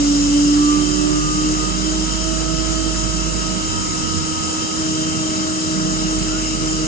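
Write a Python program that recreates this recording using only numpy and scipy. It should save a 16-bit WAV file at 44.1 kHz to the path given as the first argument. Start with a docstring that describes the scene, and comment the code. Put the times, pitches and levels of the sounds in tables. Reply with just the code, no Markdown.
"""A variable-speed screw air compressor runs on load in a workshop, heard close to its cabinet.
At first the rotors speed up: their tones, made of sines, swell and fade in the standing waves of the room.
They then step down and settle, while a deep hum from a second drive, also sines, slows and picks up again.
Near the end a faint squeak, one gliding sine, rises. All along, fan blades and motors add steady sine tones,
and air rushes as shaped noise that rings in panels and ducts."""
import sys
import numpy as np
from scipy import signal
from scipy.fft import rfft, irfft, next_fast_len
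from scipy.io import wavfile
from scipy.ndimage import uniform_filter1d

SR = 44100
rng = np.random.default_rng(int(sys.argv[2]) if len(sys.argv) > 2 else 0)


def log_audio(samples):
    """Write samples as a 16-bit WAV file to the path given in sys.argv[1]."""
    # one column per channel
    frames = np.atleast_2d(samples).T
    # limit to full scale, then quantise
    limited = np.clip(frames, -1, 1)
    pcm = np.round(limited * 32767).astype(np.int16)
    wavfile.write(sys.argv[1], SR, pcm)


N = 303143   # length in samples

# Air rush on the right: (frequency [Hz], level [dB per Hz])
AIR_RUSH = [(25, -79), (60, -51.5), (100, -49.5), (200, -51.5), (340, -56.5), (520, -60.5), (850, -65.5),
            (1400, -63.5), (2300, -73), (3500, -69), (5500, -65), (7700, -62), (8900, -76), (9450, -93)]
# Panels and ducts that ring in the rush: (centre [Hz], width [Hz], left level [dB per Hz], right level [dB per Hz])
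PANEL_RESONANCES = [(305.4, 31, -51, -52), (1314, 180, -59, -57.5), (2157, 62, -70, -69.5),
                    (2636, 65, -60, -60), (2777, 89, -65, -58), (2904, 66, -57.5, -62.5),
                    (3096, 164, -57.5, -56.5), (3910, 108, -59.5, -61), (4780, 390, -66, -71),
                    (5056, 160, -55.5, -78.5), (5220, 110, -51.5, -59), (5830, 180, -61.5, -96),
                    (6276, 140, -54, -66), (6790, 445, -57.5, -58), (7270, 290, -62, -58.5)]
# Left compared with right: (frequency [Hz], left minus right [dB], likeness [0-1], left lead besides travel [rad])
LEFT_RIGHT = [(55, -9, .95, -1.3), (85, -12, .86, -2.3), (110, -14, .5, -4), (135, -11, .87, -4.9),
              (220, -4.5, .88, -5.8), (260, -2.5, .8, -6.2), (420, -6, .56, -5.6), (700, -1, .77, -6),
              (1050, -2.5, .6, -6.8), (1400, -4, .77, -7.1), (2300, -1.3, .45, -6), (4500, 2, .35, -6.5),
              (5500, 6, .4, -6.1), (6800, 0, .65, -5.4), (9000, -2, .4, -4.6)]
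# The hiss eases as pressure builds: (time [s], change of level [dB])
TREBLE_EASING = [(0, 0.2), (1, -1), (3, -1.5), (5, -1.43), (6.87, -1.75)]
# Fan blade tone: (time [s], right level [dB])
BLADE_LEVEL = [(0, -31), (.8, -31.5), (1.2, -31.5), (1.7, -26.5), (2.6, -39), (3.5, -28.5), (4.7, -39),
               (5.9, -28.5), (6.5, -34.5), (6.87, -35)]
# Faint rising squeak: (time [s], frequency [Hz], level on both sides [dB])
SQUEAK_GLIDE = [(6.26, 1290, -57), (6.29, 1325, -41), (6.34, 1405, -38), (6.385, 1470, -40.5),
                (6.41, 1500, -53), (6.5, 1510, -59)]
# Deep hum of the second drive: (time [s], frequency [Hz], right level [dB])
DRIVE_HUM = [(0, 53.0, -25.3), (1.2, 53.1, -25), (2.0, 54.2, -23), (3.1, 55.6, -21), (3.35, 55.1, -22.4),
             (3.55, 52.6, -28.5), (4.15, 45, -36), (4.45, 41.8, -43), (5.68, 41.7, -45), (5.85, 45, -31),
             (6.08, 50.5, -26), (6.3, 51.6, -26), (6.87, 51.4, -27)]
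# Tone at twice the hum frequency: (time [s], right level [dB])
DRIVE_HUM_OCTAVE = [(0, -42), (1.0, -39), (1.4, -48), (3.2, -35.5), (3.8, -31.5), (4.2, -25), (4.45, -36.5),
                    (5.8, -34.5), (6.4, -32.5), (6.87, -41)]
# Other overtones of the hum: (multiple of the hum frequency, level relative to the hum [dB])
DRIVE_HUM_OVERTONES = [(1.5, -21), (3, -13), (6, -16)]
# How often lobes pass, a ramp up and then steps down: (time [s], lobe rate [Hz])
LOBE_RATE = [(0, 290.0), (.28, 290.1), (2.28, 319.3), (2.88, 319.3), (2.98, 317.6), (3.56, 317.6),
             (3.66, 316.3), (4.77, 316.3), (4.8, 314.7), (6.87, 314.7)]
# Standing waves of the room at 1, 2, 3 and 4 times the lobe rate, four tables alike:
# (lobe rate [Hz], left level [dB], right level [dB], left lead [rad])
ROOM_FIRST = [(290.1, -16.7, -15.2, .4), (292, -14.2, -13, .4), (294, -14.5, -12.5, .3),
              (296.4, -15.7, -12, .3), (299.7, -30, -17.5, .4), (301.3, -26, -14.3, 1.6),
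              (302.7, -22, -16.5, 1.7), (305, -22, -27, 1.2), (306.5, -17.3, -17.6, .6),
              (308, -19, -19, .6), (311, -32, -28.5, 1.0), (313.7, -28, -19.5, .6),
              (314.7, -24.1, -24.9, .5), (315.4, -22, -18, .6), (316.3, -30.5, -28.5, -.9),
              (317.6, -34.5, -27.4, -.5), (318.4, -42, -25.4, .1), (319.3, -35, -22.1, 1.2)]
ROOM_SECOND = [(290.1, -32.5, -33.0, 2.5), (292.0, -33.1, -33.8, 2.4), (294.0, -45.9, -44.6, 2.5),
               (299.0, -42.2, -42.8, 2.2), (302.5, -33.5, -33.5, 2.5), (305.5, -39.2, -40.5, 2.9),
               (308.5, -38.3, -42.9, 3.2), (310.5, -44.3, -33.5, 4.3), (313.0, -42.6, -44.3, 5.3),
               (314.7, -35.9, -35.5, 8.2), (315.5, -40.9, -41.0, 8.1), (316.3, -40.1, -40.7, 9.3),
               (317.0, -40.5, -38.1, 10.3), (317.6, -37.8, -39.4, 11.9), (318.4, -40.7, -37.5, 12.1),
               (319.3, -38.9, -33.6, 13.8)]
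ROOM_THIRD = [(290.1, -48.7, -48.1, 2.2), (297.0, -52.2, -52.5, 2.2), (300.0, -43.5, -45.8, 2.1),
              (305.0, -53.7, -50.8, 2.3), (311.0, -46.9, -44.2, 2.7), (313.0, -51.5, -42.8, 2.9),
              (314.7, -48.7, -46.9, 2.6), (316.3, -47.6, -44.9, 1.2), (317.6, -43.0, -42.9, 2.1),
              (319.3, -48.2, -47.5, 2.6)]
ROOM_FOURTH = [(290.1, -47.6, -45.6, 1.7), (292.6, -46, -44, 2.5), (294, -33.5, -32.3, 2.5),
               (296.8, -26, -23, 2.3), (298.7, -34, -33, 2.4), (300.6, -32.6, -29.6, 2.6),
               (301.6, -38, -37, 2.2), (304, -28.6, -26, 2.3), (307.3, -29.8, -27.6, 2.7),
               (308.4, -37, -33, 2.6), (310, -37, -24, 4.0), (311.4, -31.6, -29.2, 3.3),
               (313.2, -40, -38, 3.2), (314.7, -38.3, -35.5, 2.4), (315.5, -48, -40, 1.8),
               (316.3, -42, -29.3, 3.9), (317.6, -43, -33.5, 2.1), (318.4, -52, -37, .1),
               (319.3, -41, -35, -.7)]
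# Every other lobe is stronger, so tones at 1/2 and 3/2 of the lobe rate throb together, two tables alike:
# (time [s], right level at the crest [dB], throb depth [0-1])
HALF_ORDER = [(0, -38, 0.1), (1.25, -26, 0), (1.55, -30, .3), (2.3, -26.5, 1), (3.3, -27, .9),
              (4.2, -27, 1), (6.87, -25.5, 1)]
THREE_HALVES_ORDER = [(0, -54, .3), (1.1, -48.5, 0.39), (1.5, -37.5, 0.55), (2.7, -44, 0.5),
                      (3.3, -38.5, 0.99), (6.87, -35.5, .8)]
# Tone at 5/4 of the lobe rate: (lobe rate [Hz], right level [dB])
FIVE_QUARTERS_ORDER = [(290, -46), (296, -33), (301, -30), (307, -35), (313, -37), (315, -41), (317, -50)]

TRAVEL_S = .00043   # sound reaches the left side this much earlier
CABINET_T60_S, CABINET_DB = .3, -10   # echoes between cabinet and walls: time to fall 60 dB, level beside direct
BLADES_HZ, BLADES_OCTAVE_DB = 187.5, -11   # the octave is relative to the blade tone
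MAINS_HZ, MAINS_DB = 100, -41   # magnetic buzz of the motors
FIFTH_DB = -48   # tone at 5 times the lobe rate, right level
THROB_S, THROB_CREST_S = .865, 6.75   # period and time of the last crest
ROOM_SETTLES_S = .06   # a change of pitch is smoothed over this long in the standing waves
CUTOFF_HZ = 9480


def from_db(db):
    """Turn decibels into a gain."""
    return 10 ** (np.asarray(db) / 20)


def in_time(rows):
    """Read a table's columns along time, one value per sample."""
    s, *columns = np.transpose(rows)
    return [np.interp(np.arange(N) / SR, s, column) for column in columns]


def at_hz(rows, hz):
    """Read a table's columns at given frequencies, on a logarithmic scale as pitch is heard."""
    points, *columns = np.transpose(rows)
    return [np.interp(np.log(hz), np.log(points), column) for column in columns]


def drift(rate):
    """Wander at random with a spread of about 1, through 2 * rate random values a second."""
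    steps = rng.standard_normal(400)
    position = np.arange(N) / SR * 2 * rate % 399
    return 1.22 * np.interp(position, np.arange(400), steps)   # joining by lines shrinks the spread; undo that


def tone(hz, left_db, right_db, lead, waver_db):
    """Make a sine on both sides whose level wavers a little; lead [rad] puts the left ahead."""
    turn = 2 * np.pi * (np.cumsum(hz) / SR + rng.random())
    waver = waver_db * (drift(7) + 0.92 * drift(18))
    height = np.sqrt(2) * from_db(waver)   # levels in dB are RMS, so the peak is higher
    left = from_db(left_db) * np.sin(turn + lead)
    right = from_db(right_db) * np.sin(turn)
    return height * np.array([left, right])


def port_tone(hz, right_db, waver_db):
    """Make a sine that takes its left-right balance and lead from the frequency."""
    balance_db, _, lead = at_hz(LEFT_RIGHT, hz)
    travel_lead = 2 * np.pi * hz * TRAVEL_S
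    return tone(hz, right_db + balance_db, right_db, lead + travel_lead, waver_db)


def echoes(size):
    """Spectrum of direct sound plus a dying random tail, unlike on each side: it ripples finely."""
    t = np.arange(SR // 2) / SR
    tail = rng.standard_normal((2, len(t))) * from_db(-60 * t / CABINET_T60_S)
    tail *= from_db(CABINET_DB) / np.sqrt(np.sum(tail ** 2, axis=1, keepdims=True))
    return (1 + rfft(tail, size)) / np.sqrt(1 + from_db(2 * CABINET_DB))   # keep the total power


def air(gust_db, panel_db):
    """Partly shared noise on the two sides, coloured by rush, panel resonances and echoes."""
    size = next_fast_len(N)
    hz = np.maximum(np.arange(size // 2 + 1) * SR / size, 1)
    balance_db, alike, lead = at_hz(LEFT_RIGHT, hz)
    alike = np.clip(alike, 0, 1)
    rush_db, = at_hz(AIR_RUSH, hz)

    # Doubling the dB before from_db gives power instead of gain
    power = from_db(2 * np.array([rush_db + balance_db, rush_db]))
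    for centre, width, left_db, right_db in PANEL_RESONANCES:
        peak = from_db([[2 * left_db], [2 * right_db]])
        power += peak / (1 + (2 * (hz - centre) / width) ** 2) ** 2

    right, own = rfft(rng.standard_normal((2, size)))
    left = alike * right + np.sqrt(1 - alike ** 2) * own
    left = left * np.exp(1j * (lead + 2 * np.pi * hz * TRAVEL_S))
    rush = np.sqrt(power * SR / 2) * echoes(size) * [left, right]

    # Each frequency range flickers on its own, the thin panels most
    edges_hz = [0, 400, 1000, 2000, 2500, 2700, 2830, 2980, 3300, 4200, 5000, 5600, 6500, 7600, SR]
    easing_db, = in_time(TREBLE_EASING)
    out = 0
    for low, high in zip(edges_hz, edges_hz[1:]):
        flicker_db = panel_db if 2000 <= low < 3300 else gust_db
        level_db = flicker_db * drift(7)
        if low >= 2500:
            level_db = level_db + easing_db
        in_range = (hz >= low) & (hz < high)
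        out = out + from_db(level_db) * irfft(rush * in_range, size)[:, :N]
    return out


def fan():
    """Passing blades push the air at a steady rate: a tone and its octave."""
    hz = np.full(N, BLADES_HZ)
    level_db, = in_time(BLADE_LEVEL)
    blade_tone = port_tone(hz, level_db, waver_db=1.5)
    octave = port_tone(2 * hz, level_db + BLADES_OCTAVE_DB, waver_db=1.4)
    return blade_tone + octave


def squeak():
    """One short sine glides upward, silent outside its rows."""
    hz, level_db = in_time(SQUEAK_GLIDE)
    t = np.arange(N) / SR
    sounding = (t > SQUEAK_GLIDE[0][0]) & (t < SQUEAK_GLIDE[-1][0])
    return sounding * tone(hz, level_db, level_db, 0, waver_db=.6)


def hum():
    """The second drive hums with overtones that follow its speed; the mains buzz keeps its pitch."""
    hz, level_db = in_time(DRIVE_HUM)
    octave_db, = in_time(DRIVE_HUM_OCTAVE)
    out = port_tone(hz, level_db, waver_db=.25)
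    for order, relative_db in DRIVE_HUM_OVERTONES:
        out += port_tone(order * hz, level_db + relative_db, waver_db=1.5)
    out += port_tone(np.full(N, MAINS_HZ), MAINS_DB, waver_db=1.5)
    out += port_tone(2 * hz, octave_db, waver_db=2.5)
    return out


def throbbing(rows):
    """Level in dB of a tone that swells and sinks once a period."""
    crest_db, depth = in_time(rows)
    depth = np.clip(depth, 0, .97)   # never sinks to full silence
    swing = np.cos(2 * np.pi * (np.arange(N) / SR - THROB_CREST_S) / THROB_S)
    return crest_db + 20 * np.log10((1 + depth * swing) / (1 + depth))


def in_room(rows, hz):
    """Standing waves set left level, right level and lead for the lobe rate, smoothed over time."""
    return uniform_filter1d(at_hz(rows, hz), int(ROOM_SETTLES_S * SR))


def rotors():
    """Meshing lobes send out pressure pulses: tones at whole, half and quarter multiples of their rate."""
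    hz, = in_time(LOBE_RATE)
    out = tone(hz, *in_room(ROOM_FIRST, hz), waver_db=.4)   # the strong first tone is the steadiest
    for order, rows in [(2, ROOM_SECOND), (3, ROOM_THIRD), (4, ROOM_FOURTH)]:
        out += tone(order * hz, *in_room(rows, hz), waver_db=1.0)

    out += port_tone(hz / 2, throbbing(HALF_ORDER), waver_db=.7)
    five_quarters_db, = at_hz(FIVE_QUARTERS_ORDER, hz)
    out += port_tone(5 / 4 * hz, five_quarters_db, waver_db=1.4)
    out += port_tone(3 / 2 * hz, throbbing(THREE_HALVES_ORDER), waver_db=1.4)
    out += port_tone(5 * hz, FIFTH_DB, waver_db=1.4)
    return out


def scene():
    """Add all sources together, left and right."""
    return air(gust_db=0.77, panel_db=1.5) + fan() + squeak() + hum() + rotors()


def record(dry):
    """Cut the top steeply: at most 0.3 dB of ripple below the cutoff, 90 dB down above it."""
    top_cut = signal.ellip(14, .3, 90, CUTOFF_HZ, fs=SR, output="sos")
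    return signal.sosfilt(top_cut, dry)


dry = scene()
out = record(dry)
log_audio(out)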